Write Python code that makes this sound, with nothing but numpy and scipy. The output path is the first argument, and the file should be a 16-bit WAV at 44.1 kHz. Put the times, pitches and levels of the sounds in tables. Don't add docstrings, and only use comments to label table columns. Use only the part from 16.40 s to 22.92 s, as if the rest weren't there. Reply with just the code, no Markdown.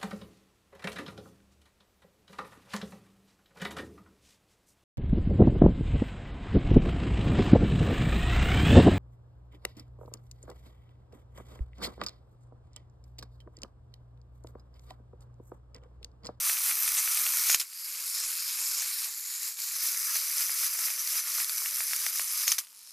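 import sys
import numpy as np
from scipy import signal
from scipy.fft import rfft, irfft
from scipy.io import wavfile
from scipy.ndimage import uniform_filter1d

SR = 44100
rng = np.random.default_rng(int(sys.argv[2]) if len(sys.argv) > 2 else 0)


def transcribe(signal):
    frames = np.atleast_2d(signal).T
    limited = np.clip(frames, -1, 1)
    pcm = np.round(limited * 32767).astype(np.int16)
    wavfile.write(sys.argv[1], SR, pcm)


def invert_db(x):
    u = np.asarray(x, float) / 20
    return 10 ** u


N = 287532


def unit(x):
    return x / np.sqrt(np.mean(x ** 2))


def band(x, lo_hz, hi_hz, order=2):
    sos = signal.butter(order, [lo_hz, min(hi_hz, .45 * SR)], "band", fs=SR, output="sos")
    return signal.sosfilt(sos, x)


def ring(x, hz, width_hz):
    return signal.lfilter(*signal.iirpeak(hz, hz / width_hz, fs=SR), x)


def colour(x, points):
    hz, db = np.transpose(points)
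    grid_hz = np.linspace(1, SR / 2, 1025)
    gain_db = np.interp(np.log(grid_hz), np.log(hz), np.maximum(db, -70))
    cepstrum = irfft(np.log(invert_db(gain_db)))
    cepstrum[1:1024] *= 2
    cepstrum[1025:] = 0
    impulse = irfft(np.exp(rfft(cepstrum)))
    return signal.oaconvolve(x, impulse)[:len(x)]


def walk(rate_hz):
    k = int(SR / rate_hz)
    held = np.repeat(rng.standard_normal(N // k + 1), k)
    return unit(uniform_filter1d(uniform_filter1d(held, k), k)[:N])


def decay(t60_s, length_s=.15):
    return np.exp(-np.log(1000) * np.arange(int(length_s * SR)) / SR / t60_s)


def hump(s, rise_s, drop_s):
    return np.interp(np.arange(N) / SR, [s - rise_s, s, s + drop_s], [0, 1, 0])


def add(out, s, sound):
    i = max(int(s * SR), 0)
    out[i:i + len(sound)] += sound[:len(out) - i]


# f/Hz, level/dB per Hz
ROOM_COLOUR = [(18, -75), (30, -29), (168, 7.5), (389, 3), (488, 9), (579, -3), (781, -15), (900, 17),
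               (1170, -8), (1980, -120)]


def room_tone():
    hum = unit(colour(rng.standard_normal(N), ROOM_COLOUR))
    return hum * invert_db(-80 + 1.5 * walk(3.6))


# start t/s, end t/s, f/Hz, width/Hz, level/dB
SLIDES = [
    (1.083, 1.152, 6730, 600, -30.5),
    (6.07, 6.104, 6700, 600, -35),
]
# t/s, level/dB, T60/s
THUMPS = [
    (1.144, -66, 0.0045),
    (6.118, -69, .004),
    (0.0014, -87, .006),
]


def falls():
    out = np.zeros(N)
    for start_s, end_s, hz, width_hz, db in SLIDES:
        rub = (clicks() * rng.standard_normal(N))[:int((end_s - start_s) * SR)]
        scrape = ring(ring(rub, hz, width_hz), hz, width_hz)
        add(out, start_s, invert_db(db) * unit(scrape))
    for s, db, t60_s in THUMPS:
        add(out, s, invert_db(db) * unit(band(decay(t60_s), 26, 700, order=1)))
    return out


# t/s, peak level/dB, f/Hz
STEPS = [(0.096, -15.5, 2490), (0.169, -21.5, 2600), (0.477, -23, 2600), (0.569, -23, 3330),
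         (.577, -22, 2600), (0.864, -19, 2900), (1.097, -14, 2090), (1.144, -9.5, 2680), (1.2, -24, 2800),
         (1.213, -26, 2700), (.772, -24, 2600), (.372, -30, 1800), (2.425, -31, 2700), (5.218, -34.5, 1200),
         (6.122, -25, 1490), (6.187, -30, 2000), (2.188, -31.5, 2350), (3.545, -30, 2200),
         (4.008, -22.5, 2490), (4.44, -32, 2260), (5.095, -32.5, 1480), (5.258, -21, 2390),
         (5.404, -21, 2070), (5.532, -21.5, 1870), (5.664, -19, 2050), (5.795, -19, 2170),
         (6.077, -16, 2450), (6.116, -17.5, 2800), (6.181, -25, 2370)]
# t/s, peak level/dB, f/Hz
BRUSHES = [(0.294, -25, 1850), (0.311, -20, 2650), (0.675, -21, 2330), (1.328, -37.5, 2470),
           (1.501, -37, 2480), (1.548, -32, 2450), (1.949, -33, 2570), (3.189, -30, 3200),
           (3.358, -38, 1910), (3.756, -21, 2240), (4.094, -24, 2010), (4.232, -32, 1390),
           (4.351, -31, 2130), (4.389, -26.5, 2090), (4.482, -24.5, 2170), (4.502, -23.5, 2400),
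           (4.578, -29.5, 2480), (4.755, -24.5, 2250), (4.872, -32, 2180), (5.0, -24, 2330),
           (4.792, -31, 2200), (4.837, -31, 2200), (4.982, -29, 1310), (5.019, -30, 2300),
           (5.171, -39, 1900), (5.59, -39, 2200), (5.509, -32, 2270), (6.269, -41, 3260),
           (6.474, -53, 1330)]
STEP_THUD_DB, BRUSH_THUD_DB = -41, -46


def taps():
    out, t = np.zeros(N), np.arange(int(.15 * SR)) / SR
    for rows, thud_db in [(STEPS, STEP_THUD_DB), (BRUSHES, BRUSH_THUD_DB)]:
        for s, peak_db, hz in rows:
            s += .0011
            blow = -np.sin(2 * np.pi * hz * t) * t * hz * np.exp(-t * hz / 0.46)
            shell = unit(ring(rng.standard_normal(len(t)), hz, 1430)) * decay(0.022)
            boards = unit(band(rng.standard_normal(len(t)), 350, 950)) * decay(0.025)
            add(out, s, invert_db(peak_db + 15.5) * band(blow, 470, 6700))
            add(out, s, invert_db(peak_db - 14) * shell)
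            add(out, s, invert_db(peak_db + thud_db) * boards)
    return band(out, 310, 14000)


# t/s, peak level/dB, f/Hz
TICKS = [(0.3276, -24, 12100), (.8655, -17, 4300), (0.4764, -11, 8920), (.5, -24, 6000),
         (1.3316, -27, 9590), (3.1701, -26, 5370), (3.2805, -22, 5100), (3.4847, -16, 12700),
         (3.7666, -17, 6220), (4.323, -30, 11500), (4.6727, -11.5, 5870), (4.8536, -21, 11550),
         (5.0438, -12.5, 11200), (5.094, -12.5, 4650), (5.1796, -14.5, 11500), (5.289, -17.5, 11500),
         (5.5093, -20, 5000), (5.5325, -14, 5600), (5.562, -12, 5700), (5.663, -15, 6000),
         (5.772, -17, 5540), (6.4296, -34, 10100), (6.4717, -31, 5560), (6.4962, -31, 5340)]
# t/s, peak level/dB, f/Hz
CRACKS = [(1.0998, -7, 6800), (1.1002, -7, 5600), (1.1445, -3, 5370), (1.1455, -4, 6600),
          (1.128, -14, 6700), (1.1975, -17, 5800), (1.212, -16, 5000), (1.203, -14, 5370),
          (1.218, -18, 7360), (6.0785, -3.5, 6300), (6.085, -14, 6500), (6.1176, -1.5, 6280),
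          (6.1224, -9, 5370), (6.1374, -22, 6650), (6.1433, -24, 4890), (6.1815, -14, 6340),
          (6.1845, -12, 6100), (6.1875, -18, 5470), (6.202, -29, 6000), (6.1924, -23, 6140),
          (6.246, -36, 5030), (6.27, -36, 11500)]
TICK_T60_S, CRACK_T60_S = 0.0081, 0.0083


def ticks():
    out, swell = np.zeros(N), 1 - decay(0.006)
    t = np.arange(len(swell)) / SR
    for rows, t60_s in [(TICKS, TICK_T60_S), (CRACKS, CRACK_T60_S)]:
        for s, peak_db, hz in rows:
            noise = unit(band(rng.standard_normal(len(t)), 2660, 13400))
            crack = 1.07 * noise + 1.3 * np.sin(2 * np.pi * hz * t)
            add(out, s + .0007, invert_db(peak_db - 4) * crack * swell * decay(t60_s))
    return band(out, 1640, 19000, order=3)


# t/s, peak level/dB, f/Hz
NICKS = [(0.0542, -26, 10150), (0.187, -22, 8200), (0.7505, -21, 12600), (1.0027, -20, 5400),
         (1.249, -40, 11300), (1.2615, -44, 11150), (1.2891, -43, 11050), (1.304, -40, 9800),
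         (1.3472, -31, 9300), (1.3962, -30, 11900), (1.4182, -29, 11450), (1.4426, -33, 11700),
         (1.4568, -33, 11800), (1.4723, -29, 11700), (1.481, -30, 11650), (1.5154, -36, 11000),
         (1.8679, -27, 11750), (2.2586, -30, 6940), (2.6565, -31, 11600), (2.9586, -27, 4950),
         (3.1406, -30, 8050), (3.2192, -24, 4860), (3.232, -27, 7100), (3.3591, -23, 6180),
         (3.529, -22, 6050), (3.5744, -20, 6070), (3.6515, -24, 8500), (3.6691, -23, 6000),
         (3.9816, -17, 5950), (4.0657, -20, 6100), (4.1036, -16, 10950), (4.1425, -20, 10950),
         (4.2219, -24, 12000), (4.3907, -22, 5900), (4.454, -22, 10300), (4.5934, -22, 5900),
              (4.6027, -24, 5750), (4.6159, -21, 11150), (4.6999, -26, 11100), (4.8067, -27, 10200),
              (4.9026, -24, 5950), (4.9506, -22, 5840), (5.0061, -26, 11400), (5.131, -29, 11500),
              (5.1572, -29, 12000), (5.172, -21, 5900), (5.2023, -30, 11200), (5.4694, -20, 11350),
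              (5.606, -35, 6000), (5.7029, -21, 11450), (5.76, -24, 6000), (5.7852, -20, 5900),
              (5.879, -22, 5900), (5.9344, -17, 11350), (6.348, -41, 10750), (6.363, -45, 10050),
              (6.3728, -45, 5350), (6.3866, -42, 9550), (6.4008, -48, 5000), (6.4134, -41, 9250),
              (6.4568, -45, 5270), (6.4807, -42, 9800), (6.5081, -43, 5150), (6.5192, -40, 5300)]
NICK_DB, NICK_T60_S, NICK_SNAP = 2, .007, .45


def nicks():
    out, t = np.zeros(N), np.arange(int(.15 * SR)) / SR
    for s, peak_db, hz in NICKS:
        snap = NICK_SNAP * rng.standard_normal(len(t)) * decay(.004)
        ping = np.sin(2 * np.pi * hz * t) * decay(NICK_T60_S)
        add(out, s, invert_db(peak_db + NICK_DB) * (ping + snap) * (1 - decay(.002)))
    return band(out, 4000, 16000, order=3)


CLICKS_PER_S, CLICK_SPREAD_DB, CLICK_T60_S, RUB_BED = 1100, 3.3, 0.0025, 1.1


def clicks():
    hit = rng.random(N) < CLICKS_PER_S / SR
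    size = invert_db(CLICK_SPREAD_DB * np.minimum(rng.exponential(size=N), 3.8))
    bursts = signal.oaconvolve(hit * size, decay(CLICK_T60_S, length_s=.02))[:N]
    return RUB_BED + unit(uniform_filter1d(bursts, size=20))


# t/s, rate/(teeth/s), clarity of single teeth/(0-1)
MESH = [(0, 800, 0), (1.2, 800, 0), (1.25, 230, .55), (1.4, 390, .55), (1.55, 510, .5), (1.7, 555, .35),
        (2, 585, .35), (2.4, 645, .35), (2.65, 620, .1), (2.74, 400, .3), (2.9, 470, .3), (3.35, 610, .25),
        (3.6, 650, 0), (6.15, 650, 0), (6.22, 192, .75), (6.52, 220, .75)]
STRIKE_PERIODS, TOOTH_SPREAD_DB = .4, 1.3


def mesh():
    s, rate_hz, clear = np.transpose(MESH)
    t = np.arange(N) / SR
    teeth = np.cumsum(np.interp(t, s, rate_hz) * (1 + 0.0125 * walk(25))) / SR
    size = invert_db(TOOTH_SPREAD_DB * rng.standard_normal(N // 10))[teeth.astype(int)]
    clear = np.interp(t, s, clear)
    strike = uniform_filter1d(unit(size * np.exp(-(teeth % 1) / STRIKE_PERIODS)), size=12)
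    return 1 - clear + clear * strike


# t/s, level/dB
GEAR_LEVEL = [(0, -29.5), (1.05, -26.5), (1.148, -23.5), (1.168, -36), (1.275, -49), (1.48, -40), (1.7, -36),
              (2.25, -35), (2.64, -34.5), (2.72, -38), (3.06, -33.5), (3.32, -34), (3.6, -31.5), (6.04, -33),
              (6.124, -28.5), (6.165, -40.5), (6.27, -57.5), (6.52, -53.5)]
# crest t/s, swell level/dB
ROCKS = [(.1, 5.5), (.3, 3.5), (.48, 2), (.59, 1.5), (.78, 2), (3.48, 5), (3.765, 2.5), (4.02, 4.5),
         (4.25, 5), (4.46, 3.5), (4.78, 4), (5.01, 4), (5.26, 1), (5.41, 3.5), (5.54, 2), (5.67, 2.5),
         (5.81, 2), (6.02, 4)]
# t/s, dip level/dB
STALLS = [(.15, 0.5), (.365, -2), (1.63, -1.5), (2.05, -2), (2.76, -1), (2.82, -3.5), (2.87, -0.5),
          (.635, 0), (2.99, -3), (3.12, -5), (3.16, -11), (3.27, -1), (3.83, -0.5), (4.08, 0.5),
          (4.31, -0.5), (4.57, -4), (4.64, -2), (4.835, -4.5), (5.07, -2.5), (5.31, -1), (5.71, -1.5),
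          (5.86, -3)]
# t/s, swell level/dB
BOUNCES = [
    (1.2, 10),
    (6.186, 17),
]
ROCK_RISE_S, ROCK_DROP_S = 0.097, 0.037
STALL_IN_S, STALL_OUT_S = 0.04, 0.039
BOUNCE_RISE_S, BOUNCE_DROP_S = .004, 0.039


def effort():
    db = np.interp(np.arange(N) / SR, *np.transpose(GEAR_LEVEL))
    for rows, rise_s, drop_s in [(ROCKS, ROCK_RISE_S, ROCK_DROP_S), (STALLS, STALL_IN_S, STALL_OUT_S),
                                 (BOUNCES, BOUNCE_RISE_S, BOUNCE_DROP_S)]:
        db = db + sum(swell_db * hump(s, rise_s, drop_s) for s, swell_db in rows)
    return db


# foot, belly, lower shell, upper shell, teeth level/dB
PARTS = [
    (-32, -14.5, -13, -8.5, -2),
    (-35, -11, -6.5, -4.5, 0.5),
    (-33, -15, -8.5, -4.5, -2),
    (-37.5, -13.5, -9, -6.5, -1),
    (-32, -5, -7, -3, 1.5),
]
# t/s, half length/s, swell level/dB
DRUMS = [(.3, 0.088, 0.5), (0.723, 0.087, -3), (1.6, 0.054, 5), (1.85, 0.15, 9.5), (2.205, 0.075, 9),
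         (2.4, 0.089, 11), (2.673, 0.042, 12.5), (2.98, .2, -5), (3.45, .1, 0), (3.815, 0.079, 4.5),
         (4.03, 0.06, -1), (4.498, .07, 1.5), (4.76, 0.054, 1.5), (5.02, .06, 0), (5.616, 0.059, 0),
         (6.3, 0.09, 2)]
# t/s, half length/s, belly, lower shell, upper shell level/dB
TURNS = [(1.12, 0.16, 3, 4.5, 2), (1.71, 0.15, 1, 3, 3.5), (1.86, 0.065, 1, -1, 3.5), (2.4, 0.16, 0, -1, 3),
         (2.52, 0.11, -3, 1.5, -5.5), (2.5, 0.053, 4, -1, 4), (6.098, 0.093, 2.5, 4.5, -2.5),
         (0.586, 0.028, 3, 2, 6.5), (1.7, 0.075, -5.5, -2.5, -3.5), (6.52, 0.35, -6.5, 4, 0),
         (3.4, 0.08, 0, 2.5, 0), (5.4, 0.095, -3.5, -2.5, -2.5), (0.96, .06, 1.5, 0, 2)]


def facing(posture):
    db = uniform_filter1d(np.array(PARTS, float)[posture].T, size=2000)
    db[0] += sum(swell_db * hump(s, half_s, half_s) for s, half_s, swell_db in DRUMS)
    return db + sum(np.outer([0, *side_db, 0], hump(s, half_s, half_s)) for s, half_s, *side_db in TURNS)


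PINGS_PER_S, PING_T60_S = 300, .04


def pings(modes, posture):
    out, t = np.zeros(N), np.arange(int(.06 * SR)) / SR
    fade = decay(PING_T60_S, length_s=.06)
    for when, pick, detune, size in rng.random((int(PINGS_PER_S * N / SR), 4)):
        hz, width_hz, *boost_db = modes[int(pick * len(modes))]
        db = boost_db[posture[int(when * N)]] + 9 * size
        tone = np.sin(2 * np.pi * (hz + 1.71 * width_hz * (detune - .5)) * t)
        add(out, when * N / SR, invert_db(db) * tone * fade)
    return unit(out)


# f/Hz, level/dB per Hz
GEAR_COLOUR = [(88, -52), (150, -48), (540, -36.5), (628, -25), (705, -19.5), (1150, -4), (1650, -10),
               (2250, -4.5), (3070, -4), (5930, -5), (7920, -6.5), (11700, -8.5), (15300, -9)]
POSTURE_S = [
    1.17,
    2.68,
    3.33,
    6.212,
]
# f/Hz, width/Hz, boost level/dB sitting, lying, rising, sitting again, lying again
SHELL = [(639, 78, -16, -12, -25, 8, 6), (1350, 170, -1, -13, -17, -2.5, -12),
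         (2240, 225, 3.5, 2.5, 4, 3, -17), (2600, 156, -3, 0.5, -1, -5.5, -11),
         (1504, 184, -20, -2.5, -2, -8.5, -10), (1819, 245, 0, -1.5, 1, 2, -5),
         (4510, 150, -15, -12, -8, -32, -31), (5153, 526, -3, -3.5, -6, 3, -5),
         (6000, 300, -2, -16.5, -26, 2.5, -15), (7140, 745, -37, -5.5, 0.5, -5, -15),
         (8850, 670, -0.5, 3, -5.5, -2.5, 7), (10150, 670, 0, 1.5, 1, 0.5, 7),
         (11350, 540, -11, 0, -4, 2, -1), (12460, 1670, 2.5, 4.5, 2.5, 1.5, 4)]
PING_DB, SHARED_CLICKS = -12, .75


def gears():
    posture = np.searchsorted(POSTURE_S, np.arange(N) / SR)
    foot_db, belly_db, lower_db, upper_db, teeth_db = effort() + facing(posture)
    tooth = mesh()
    common, chatter_db, out = clicks(), .3 * walk(90), 0
    for lo_hz, hi_hz, db in [(120, 930, foot_db), (930, 3900, belly_db), (3850, 5700, lower_db),
                             (5700, 8700, upper_db), (8700, 17000, teeth_db)]:
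        modes = [mode for mode in SHELL if lo_hz < mode[0] < hi_hz]
        teeth = SHARED_CLICKS * common + (1 - SHARED_CLICKS) * clicks()
        teeth = teeth ** (.8 if lo_hz > 3000 else .55)
        flutter = invert_db(chatter_db + .3 * walk(45))
        x = colour(tooth * teeth * rng.standard_normal(N) * flutter, GEAR_COLOUR)
        for hz, width_hz, *boost_db in modes:
            open_db = uniform_filter1d(np.array(boost_db, float)[posture], size=2000) + 1.3 * walk(14)
            resonance = ring(ring(x, hz, 2.1 * width_hz), hz, 2.1 * width_hz)
            x = x + invert_db(open_db - 5.5) * resonance
        x = unit(x) + invert_db(PING_DB) * pings(modes, posture)
        x = band(x, lo_hz, hi_hz, order=4)
        out = out + x / np.sqrt(uniform_filter1d(x ** 2, size=4000)) * invert_db(db)
    return out


# t/s, half length/s, f/Hz, width/Hz, level/dB
GLINTS = [(1.37, 0.16, 4500, 1200, -7), (1.36, 0.13, 1700, 1200, 0.5), (2.46, 0.33, 400, 120, 2),
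          (0.26, 0.066, 9300, 700, 3.5), (1.14, 0.12, 1100, 370, -4), (5.9, .15, 5100, 530, -3),
          (1.385, 0.15, 4800, 630, 8.5), (1.79, 0.094, 5300, 650, 6.5), (2.04, 0.093, 5000, 600, 6),
          (2.24, 0.069, 7400, 1900, 5.5), (2.335, .12, 5260, 640, 6.5), (2.8, 0.086, 7200, 1100, 0),
          (2.9, 0.046, 6200, 1200, -7), (2.3, 0.05, 3000, 710, -5), (1.67, 0.065, 2700, 630, 0),
          (2.3, 0.099, 11600, 1200, 3), (1.9, 0.074, 11000, 900, 4), (1.42, .08, 11600, 900, 6.5),
          (3.02, 0.23, 1900, 360, 0.5), (3.8, 0.05, 4100, 1700, 3), (3.8, 0.3, 3400, 730, -2.5),
          (5.3, .12, 4000, 900, 0.5), (3.7, 0.088, 6050, 350, 3), (1.8, .05, 8000, 1200, 2.5),
          (4.8, 0.072, 6000, 420, 3), (3.7, 0.038, 1400, 620, 6), (4.25, .1, 3300, 810, -0.5),
          (4.9, 0.084, 1000, 600, 1), (4.4, 0.11, 3800, 1600, -3), (6.1, 0.063, 1900, 1200, -4),
          (5.2, 0.19, 3500, 1600, -4), (5.95, 0.14, 5200, 550, 3), (0.4, 0.066, 12700, 1200, 4),
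          (0.59, 0.034, 8800, 900, 4), (.85, 0.054, 12000, 1500, 1), (0.28, .15, 2900, 900, 0.5),
          (0.69, 0.13, 3600, 900, 0.5), (6.44, 0.12, 5350, 500, 4), (6.3, .08, 1900, 900, -3),
          (6.1, 0.027, 6400, 1800, 3),
          (2.1, 0.047, 3500, 900, 5), (2.42, .06, 2700, 990, 5), (2, 0.04, 1400, 400, 3),
          (2.1, 0.077, 1000, 300, 6), (2.05, 0.15, 950, 460, -12), (2.55, 0.079, 800, 400, -7),
          (4.6, 0.071, 6000, 300, 5.5), (3.77, .03, 4400, 400, 6.5), (4.44, .04, 5200, 360, 3),
          (.8, 0.087, 1300, 340, 2), (2.85, .12, 8400, 500, -4), (2.9, .1, 6800, 500, 4),
          (2.4, 0.088, 3000, 700, 0), (2.4, 0.06, 6400, 1000, 4), (2.8, .05, 12000, 1500, 5),
          (1.38, .14, 3400, 900, -2), (1.7, 0.081, 10600, 900, 4), (5.85, .1, 10000, 2500, 3),
          (2.25, .05, 300, 250, 5), (5.4, 0.05, 1500, 300, 6), (1.6, 0.092, 500, 200, 5),
          (4.88, .05, 1100, 300, 5), (6.9, .1, 6800, 900, 4), (3.53, .2, 3130, 800, -4),
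          (4.35, 0.12, 3200, 690, -2), (1, .1, 2900, 700, -2.5), (1.12, .06, 750, 250, -4),
          (3.57, .25, 350, 230, -5), (5.95, 0.11, 400, 250, -7)]


def glints(x):
    out = x.copy()
    for s, half_s, hz, width_hz, db in GLINTS:
        a, b = max(int((s - half_s) * SR), 0), int((s + half_s) * SR)
        part = x[a:b]
        swing_db = db * np.sin(np.linspace(0, np.pi, len(part)))
        out[a:b] += (invert_db(swing_db) - 1) * ring(part, hz, width_hz)
    return out


def scene():
    hits = taps() + ticks() + nicks()
    tail = rng.standard_normal(int(.15 * SR)) * decay(.04)
    tail = tail / np.sqrt(np.sum(tail ** 2))
    wet = signal.oaconvolve(band(hits, 550, 24000), tail)[:N]
    mono = glints(gears()) + hits + invert_db(-10.5) * wet + falls() + room_tone()
    return np.array([mono, mono])


def limit(x, ceiling=.42):
    return x + band(ceiling * np.tanh(x / ceiling) - x, 700, 19000, order=3)


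# t/s, share/(0-1)
DROPOUT = [(0, .05), (1.15, .05), (1.25, .3), (1.9, .22), (2.6, .2), (2.9, .32), (3.2, .25), (3.4, .07),
           (4.9, .09), (5.3, .2), (6, .12), (6.25, .35), (6.52, .4)]
DROP_FROM_HZ, DROP_FULL_HZ, DROP_DB = 12000, 13600, -22


def starve(x):
    hz, s, cells = signal.stft(x, SR, nperseg=1024)
    luck = rng.random((len(hz) // 4 + 1, len(s) // 4 + 1))
    luck = np.repeat(np.repeat(luck, 4, axis=0), 4, axis=1)[:len(hz), :len(s)]
    treble = np.interp(hz, [DROP_FROM_HZ, DROP_FULL_HZ], [0, 1])
    share = np.outer(treble, np.interp(s, *np.transpose(DROPOUT)))
    cells = cells * np.where(luck < share, invert_db(DROP_DB), 1)
    return signal.istft(cells, SR, nperseg=1024)[1][..., :N]


def band_limit(x):
    return signal.sosfilt(signal.butter(12, 15380, fs=SR, output="sos"), x)


def record(dry):
    top_cut = signal.ellip(10, .2, 80, 15300, fs=SR, output="sos")
    mix = signal.sosfilt(top_cut, starve(limit(dry)))
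    return band_limit(mix)


dry = scene()
out = record(dry)
transcribe(out)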